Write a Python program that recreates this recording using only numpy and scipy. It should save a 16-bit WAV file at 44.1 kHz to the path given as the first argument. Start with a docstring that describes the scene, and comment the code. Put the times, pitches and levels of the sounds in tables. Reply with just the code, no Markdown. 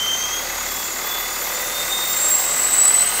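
"""Inside the cab of a truck, one microphone hears a four-cylinder turbo-diesel pull at low revs.
Each firing strikes the block and gates its clatter, filtered by resonances of block and cab, and
multiples of the firing rate boom in the cab. The turbocharger whines in four harmonics, modulated by
turbulent air, with a breathy band near the second. Coloured noise is the rush of the intake."""
import sys
import numpy as np
from scipy import signal
from scipy.io import wavfile
from scipy.ndimage import uniform_filter1d

SR = 44100
rng = np.random.default_rng(int(sys.argv[2]) if len(sys.argv) > 2 else 0)


def nominal_scale(level):
    """Amplitude ratio for a level in decibels (scalar or array-like)."""
    x = np.asarray(level, float) / 20
    return 10 ** x


def generate_wav(signal):
    """Clip the signal to [-1, 1] and save it as 16-bit WAV at the path in sys.argv[1]."""
    frames = np.transpose(np.atleast_2d(signal))
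    scaled = np.clip(frames, -1, 1) * 32767
    pcm = np.round(scaled).astype(np.int16)
    wavfile.write(sys.argv[1], SR, pcm)


N = 141120  # samples


def unit(x):
    """Normalization: scale to an rms of 1."""
    return x / np.sqrt(np.mean(np.abs(x) ** 2) + 1e-20)


def curve(rows):
    """Linear interpolation: the columns of a time table, one value a sample."""
    s, *columns = np.transpose(rows)
    return [np.interp(np.arange(N) / SR, s, c) for c in columns]


def at(points, hz):
    """Spectral envelope: read a level on a log-frequency axis."""
    table_hz, table_db = np.transpose(points)
    return np.interp(np.log(hz), np.log(table_hz), table_db)


def wander(rate_hz):
    """Random modulation: noise through a double one-pole low-pass, run in, with an rms of 1."""
    r = np.exp(-2 * np.pi * rate_hz / SR)
    run_in = SR // 2
    noise = rng.standard_normal(N + run_in)
    return unit(signal.lfilter([1], [1, -2 * r, r * r], noise)[run_in:])


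def bands(sources, low, count, per_octave):
    """Filter bank: yield centre and signal of each band; neighbours take different sources."""
    edges = low * 2 ** (np.arange(count + 1) / per_octave)
    for k in range(count):
        sos = signal.butter(2, edges[k:k + 2], "band", fs=SR, output="sos")
        yield np.sqrt(edges[k] * edges[k + 1]), signal.sosfilt(sos, sources[k % 2])


def lifted(x, hz, width_hz, db):
    """Resonance: a two-pole mode added to x raises its centre by db (a negative db cuts it)."""
    r = np.exp(-np.pi * width_hz / SR)
    zeros = np.array([1, 0, -1]) * (1 - r * r) / 2
    poles = [1, -2 * r * np.cos(2 * np.pi * hz / SR), r * r]
    return x + (nominal_scale(db) - 1) * signal.lfilter(zeros, poles, x)


# engine speed: (time [s], firing rate [1/s])
FIRING_RATE = [(0, 34.2), (.33, 36.9), (.46, 37.7), (.75, 36.4), (1.05, 37.4), (1.32, 37.1), (1.62, 39.3),
               (1.97, 38.5), (2.35, 40), (2.7, 41.2), (3.0, 42), (3.2, 42.5)]


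def firing():
    """Periodicity: the firing rate, and its integral, the count of firings so far."""
    rate, = curve(FIRING_RATE)
    return rate, np.cumsum(rate) / SR


# strength of the knock of each cylinder in firing order: (level [dB])
CYLINDER_KNOCK = [0.13, -1.7, 0.75, -1.3]


def knock_train():
    """Impulsive excitation: one impulse a firing, uneven between cylinders and from stroke to stroke."""
    spread_db, jitter_s = 0.7, 0.000092  # standard deviations
    _, count = firing()
    fired = np.flatnonzero(np.diff(np.floor(count), prepend=-1))
    chance = rng.standard_normal((len(fired), 2))
    at_sample = np.clip(fired + chance[:, 0] * jitter_s * SR, 0, N - 1).astype(int)
    knocks = np.zeros(N)
    knocks[at_sample] = nominal_scale(np.resize(CYLINDER_KNOCK, len(fired)) + spread_db * chance[:, 1])
    return knocks


# broad colour of block and cab: (frequency [Hz], relative level [dB])
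CLATTER_COLOUR = [(22, -19), (50, -17.5), (115, -16.5), (250, -13), (340, -7.5), (640, -9.5), (1200, -4.5),
                  (2020, -6), (2400, -12.5), (3150, -10), (6000, -15)]
# resonances of block and panels: (frequency [Hz], width [Hz], lift [dB])
BODY_MODES = [(350, 27, 1), (516, 33, 4), (567.4, 16.5, 6.5), (689, 17, 5.5), (763, 34, 5), (913, 74, 3),
              (1235, 67, 5.5), (1330, 33, -5.5), (1470, 34, 3.5), (1981, 43, 8), (2061, 26, 6.5),
              (2141, 25, 5), (2440, 67, 5.5), (2604, 20, 11.5)]
# load, as the level of the clatter: (time [s], rms level [dB])
LOAD_LEVEL = [(0.0, -30), (0.54, -28.5), (0.93, -30.5), (1.01, -28.5), (2.09, -28.5), (2.29, -28),
              (3.19, -27)]


def clatter():
    """Source and filter: knocks and gated noise excite the colour and resonances of block and cab."""
    knock_db = -2.5  # rms, against noise of rms 1
    gate_depth, gate_decay_s = 0.52, 0.0055
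    gated_above_hz = 750  # lower down the cab smears the bursts into a rumble
    knocks = knock_train()
    r = np.exp(-1 / (gate_decay_s * SR))
    gate = unit(signal.lfilter([1], [1, -2 * r, r * r], knocks))

    noise = rng.standard_normal((2, N))
    bursts = noise * (1 - gate_depth + gate_depth * gate) - nominal_scale(knock_db) * unit(knocks)
    low_pass = signal.butter(2, gated_above_hz, fs=SR, output="sos")
    high_pass = signal.butter(2, gated_above_hz, "high", fs=SR, output="sos")
    rumble = signal.sosfilt(low_pass, noise)
    rattle = signal.sosfilt(high_pass, bursts)
    drive = rumble - rattle  # opposite signs avoid a notch at the crossover

    out = sum(nominal_scale(at(CLATTER_COLOUR, hz)) * band
              for hz, band in bands(drive, 20, count=21, per_octave=2.5))
    for hz, width_hz, db in BODY_MODES:
        out = lifted(out, hz, width_hz, db)
    load_db, = curve(LOAD_LEVEL)
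    return nominal_scale(load_db) * unit(out)


# response of the cab to a multiple at its pitch, before waver and fade: (frequency [Hz], rms level [dB])
CAB_BOOM = [(34, -70), (36.5, -49), (42, -51), (68, -49), (75, -54.5), (79, -62), (84, -104), (138, -54.5),
            (150, -60.5), (168, -51.5), (185, -61), (210, -59.5), (250, -53), (295, -69), (340, -49.5),
            (380, -84), (480, -68), (508, -46), (545, -55.5), (585, -44.5), (605, -45), (625, -46.5),
            (660, -62), (695, -49), (725, -43)]
# multiples of the firing rate that are heard: (order)
ORDERS_HEARD = [1, 2, 4, 5, 6, 7, 9, 13, 15, 17]


def boom():
    """Engine orders: sines at multiples of the firing rate take the cab's response at their pitch."""
    waver_db, waver_hz = 2.5, 4
    hum_from_order, hum_full_rate, hum_db_per_rate = 13, 38.5, 4.0  # high orders fade below this rate
    hum_waver_db, hum_waver_hz = 1.8, 10  # and they come broken
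    rate, count = firing()
    hum_fade_db = hum_db_per_rate * np.minimum(rate - hum_full_rate, 0)
    out = 0
    for k in ORDERS_HEARD:
        level_db = at(CAB_BOOM, k * rate) + waver_db * wander(waver_hz)
        if k >= hum_from_order:
            level_db = level_db + hum_fade_db + hum_waver_db * wander(hum_waver_hz)
        sine = np.sin(2 * np.pi * (k * count + rng.random()))
        out = out + np.sqrt(2) * nominal_scale(level_db) * sine
    return out


# pitch of the turbocharger whine: (time [s], frequency [Hz])
WHINE_PITCH = [(0.0, 3108), (0.2, 3162), (0.4, 3265), (0.5, 3318), (0.6, 3354), (0.8, 3385), (1.0, 3426),
               (1.2, 3464), (1.4, 3498), (1.6, 3575), (1.8, 3642), (2.0, 3672), (2.2, 3714), (2.4, 3787),
               (2.6, 3847), (2.8, 3926), (3.0, 4007), (3.2, 4102)]
# each harmonic swells and fades as it sweeps: (time [s], rms level before modulation [dB])
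FIRST_SWELL = [(0.03, -23.5), (0.15, -22.5), (0.18, -36), (0.24, -27), (0.3, -35), (0.35, -28), (.42, -37),
               (0.46, -52), (0.65, -53), (0.7, -39), (0.8, -37), (0.87, -42), (0.92, -55), (1.0, -48),
               (1.04, -38), (1.13, -29.5), (1.19, -31), (1.21, -44), (1.23, -33.5), (1.33, -41), (1.5, -45),
               (1.63, -36), (1.72, -39), (1.77, -30), (1.83, -30), (1.86, -46), (1.93, -23), (1.97, -27),
               (2.04, -26), (2.2, -36), (2.29, -36), (2.32, -50), (2.5, -37), (2.55, -54), (2.78, -37),
               (2.96, -50), (3.0, -34), (3.08, -42)]
SECOND_SWELL = [(0.06, -36.5), (0.18, -28.5), (0.24, -27.5), (0.28, -42), (0.36, -30), (0.44, -42),
                (0.56, -37), (0.639, -37), (0.84, -51), (0.919, -31.5), (1.08, -47), (1.32, -38),
                (1.42, -36), (1.5, -51), (1.56, -31), (1.621, -39), (1.8, -43), (1.979, -33), (2.06, -34),
                (2.201, -20), (2.28, -19), (2.359, -19.5), (2.441, -30.5), (2.621, -24), (2.659, -24.5),
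                (2.86, -15.5), (3.08, -20.5), (3.119, -30), (3.16, -26.5)]
THIRD_SWELL = [(1.18, -57), (1.36, -45), (1.52, -49), (1.68, -40), (1.82, -48), (2.05, -52), (2.3, -35),
               (2.5, -42), (2.6, -41), (2.7, -47), (2.98, -48), (3.08, -39), (3.16, -43)]
FOURTH_SWELL = [(0.06, -48), (0.36, -46), (0.62, -46), (0.76, -34), (0.92, -48), (1.02, -45), (1.1, -32),
                (1.22, -35), (1.32, -49), (1.4, -36), (1.52, -35), (1.58, -41), (1.62, -34), (1.7, -39),
                (1.76, -44), (1.86, -43), (2.05, -36), (2.12, -27), (2.24, -36), (2.32, -26), (2.38, -33),
                (2.42, -30), (2.5, -44), (2.56, -40), (2.8, -48)]
# turbulence on each harmonic, rms in each quadrature against the tone:
# (flutter share [1], flutter rate [Hz], fuzz level [dB], fuzz rate [Hz])
TURBULENCE = [(.14, 35, -18, 150), (.5, 50, -15, 200), (.6, 45, -11, 200), (.65, 60, -8, 300)]


def quadratures(rate_hz):
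    """Complex modulation: independent wander in phase and in quadrature."""
    return wander(rate_hz) + 1j * wander(rate_hz)


def whine():
    """Harmonics and modulation: four tones on one shaft, with sidebands from firing and turbulence."""
    throb = 0.22  # share by which each firing pumps the whine
    wobble_hz, wobble_rate_hz = 3.06, 17.2
    halo_db, low_halo_db, halo_hz = -43.5, -41.5, 135  # rms; the low halo at full boost
    pitch, = curve(WHINE_PITCH)
    phase = 2 * np.pi * np.cumsum(pitch + wobble_hz * wander(wobble_rate_hz)) / SR
    _, count = firing()
    swells = [FIRST_SWELL, SECOND_SWELL, THIRD_SWELL, FOURTH_SWELL]
    out = 0
    for k, (swell, turbulence) in enumerate(zip(swells, TURBULENCE), 1):
        share, flutter_hz, fuzz_db, fuzz_hz = turbulence
        level_db, = curve(swell)
        pumping = throb * np.cos(2 * np.pi * count + k)
        flutter = share * quadratures(flutter_hz)
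        fuzz = nominal_scale(fuzz_db) * quadratures(fuzz_hz)
        tone = np.real((1 + pumping + flutter + fuzz) * np.exp(1j * k * phase))
        out = out + np.sqrt(2) * nominal_scale(level_db) * tone

    # a steady blur of noise follows the second harmonic; the first gains its own as the boost builds
    halo = nominal_scale(halo_db) * np.real(quadratures(halo_hz) * np.exp(2j * phase))
    _, boost = curve(AIR_BOOST)
    low_halo = nominal_scale(low_halo_db) * boost * np.real(quadratures(halo_hz) * np.exp(1j * phase))
    return out + halo + low_halo


# breathy band near the second harmonic:
# (time [s], centre [Hz], rms level before flicker [dB], half width [Hz])
BREATHY_BAND = [(0, 5950, -33.5, 448), (.35, 6320, -31.5, 401), (.55, 6850, -39.5, 399),
                (.7, 7300, -33.5, 253.6), (.95, 7330, -35, 251.5), (1.2, 7310, -41, 396),
                (1.5, 7480, -40, 400), (1.75, 7900, -40, 401), (1.92, 8300, -33.5, 246),
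                (2.1, 8530, -37, 298.5), (2.3, 7920, -26, 491), (2.47, 7790, -28, 501),
                (2.65, 8000, -26, 504.5), (2.87, 8010, -20, 500), (3.05, 8250, -37, 502),
                (3.2, 8370, -25.5, 505)]


def rush():
    """Heterodyning: low-passed noise shifted to a drifting centre; reading it faster widens the band."""
    noise_hz, flicker_db, flicker_hz = 200, 2, 28.0  # noise_hz: half width at normal reading speed
    centre, level_db, half_width = curve(BREATHY_BAND)
    low_pass = signal.butter(3, noise_hz, fs=SR, output="sos")
    noise = signal.sosfilt(low_pass, rng.standard_normal((2, 3 * N)))
    place = np.cumsum(half_width / noise_hz)
    real, imag = [unit(np.interp(place, np.arange(3 * N), row)) for row in noise]
    carrier = np.exp(2j * np.pi * np.cumsum(centre) / SR)
    band = np.real((real + 1j * imag) * carrier)
    return nominal_scale(level_db + flicker_db * wander(flicker_hz)) * band


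# colour of the intake air early and late in the pull: (frequency [Hz], relative level [dB])
EARLY_COLOUR = [(2750, -7.5), (3075, -22.5), (3440, 0), (3850, -3), (4800, -3.5), (5380, -2.5), (6720, 3),
                (7520, 0.5), (10500, -10.5), (11760, -3.5), (14700, -1.5), (16450, -40)]
LATE_COLOUR = [(2750, -1.5), (3075, 3), (3440, -12), (3850, -5.3), (4300, -3), (4800, -6), (6720, 0.8),
               (7520, -0.5), (8400, 2.5), (9400, -7.5), (11760, -5), (14700, -0.4), (16450, -45)]
# resonances of the intake duct: (frequency [Hz], width [Hz], lift [dB])
DUCT_MODES = [(4540, 140, 4), (4780, 72, 5), (5590, 83, 2)]
# boost: (time [s], rms level of the air [dB], colour from 0 early to 1 late [1])
AIR_BOOST = [(0, -31, 0.01), (.5, -30, .02), (.8, -29, 0.052), (1.1, -29.5, .15), (1.7, -28, 0.29),
             (2.0, -26.5, 0.33), (2.5, -26.5, 0.73), (3.2, -25.5, 1)]


def intake():
    """Flow noise: turbulent air filtered by the duct, its colour and level moving with the boost."""
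    patchy_db, patchy_hz = 1.18, 15.6
    throb = 0.12  # share by which each intake stroke pumps the air
    air_db, late = curve(AIR_BOOST)
    white = rng.standard_normal((2, N))
    out = 0
    for hz, band in bands(white, 2600, count=17, per_octave=6.2):
        colour_db = (1 - late) * at(EARLY_COLOUR, hz) + late * at(LATE_COLOUR, hz)
        out = out + nominal_scale(colour_db + patchy_db * wander(patchy_hz)) * band
    for hz, width_hz, db in DUCT_MODES:
        out = lifted(out, hz, width_hz, db)
    running_rms = np.sqrt(uniform_filter1d(out ** 2, size=SR // 2))
    _, count = firing()
    gulps = 1 + throb * np.cos(2 * np.pi * count)
    return nominal_scale(air_db) * gulps * out / running_rms


def scene():
    """Superposition: the sources add at one microphone, which feeds both channels."""
    return np.tile(clatter() + boom() + whine() + rush() + intake(), (2, 1))


def top_cut(x):
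    """Nothing passes above the cut-off."""
    return signal.sosfilt(signal.butter(12, 16410, fs=SR, output="sos"), x)


def record(dry):
    """Band limiting: a steep elliptic low-pass cuts the top of the spectrum."""
    cutoff_hz, ripple_db, stop_db = 15720, 0.3, 70
    low_pass = signal.ellip(14, ripple_db, stop_db, cutoff_hz, fs=SR, output="sos")
    mix = signal.sosfilt(low_pass, dry)
    return top_cut(mix)


dry = scene()
out = record(dry)
generate_wav(out)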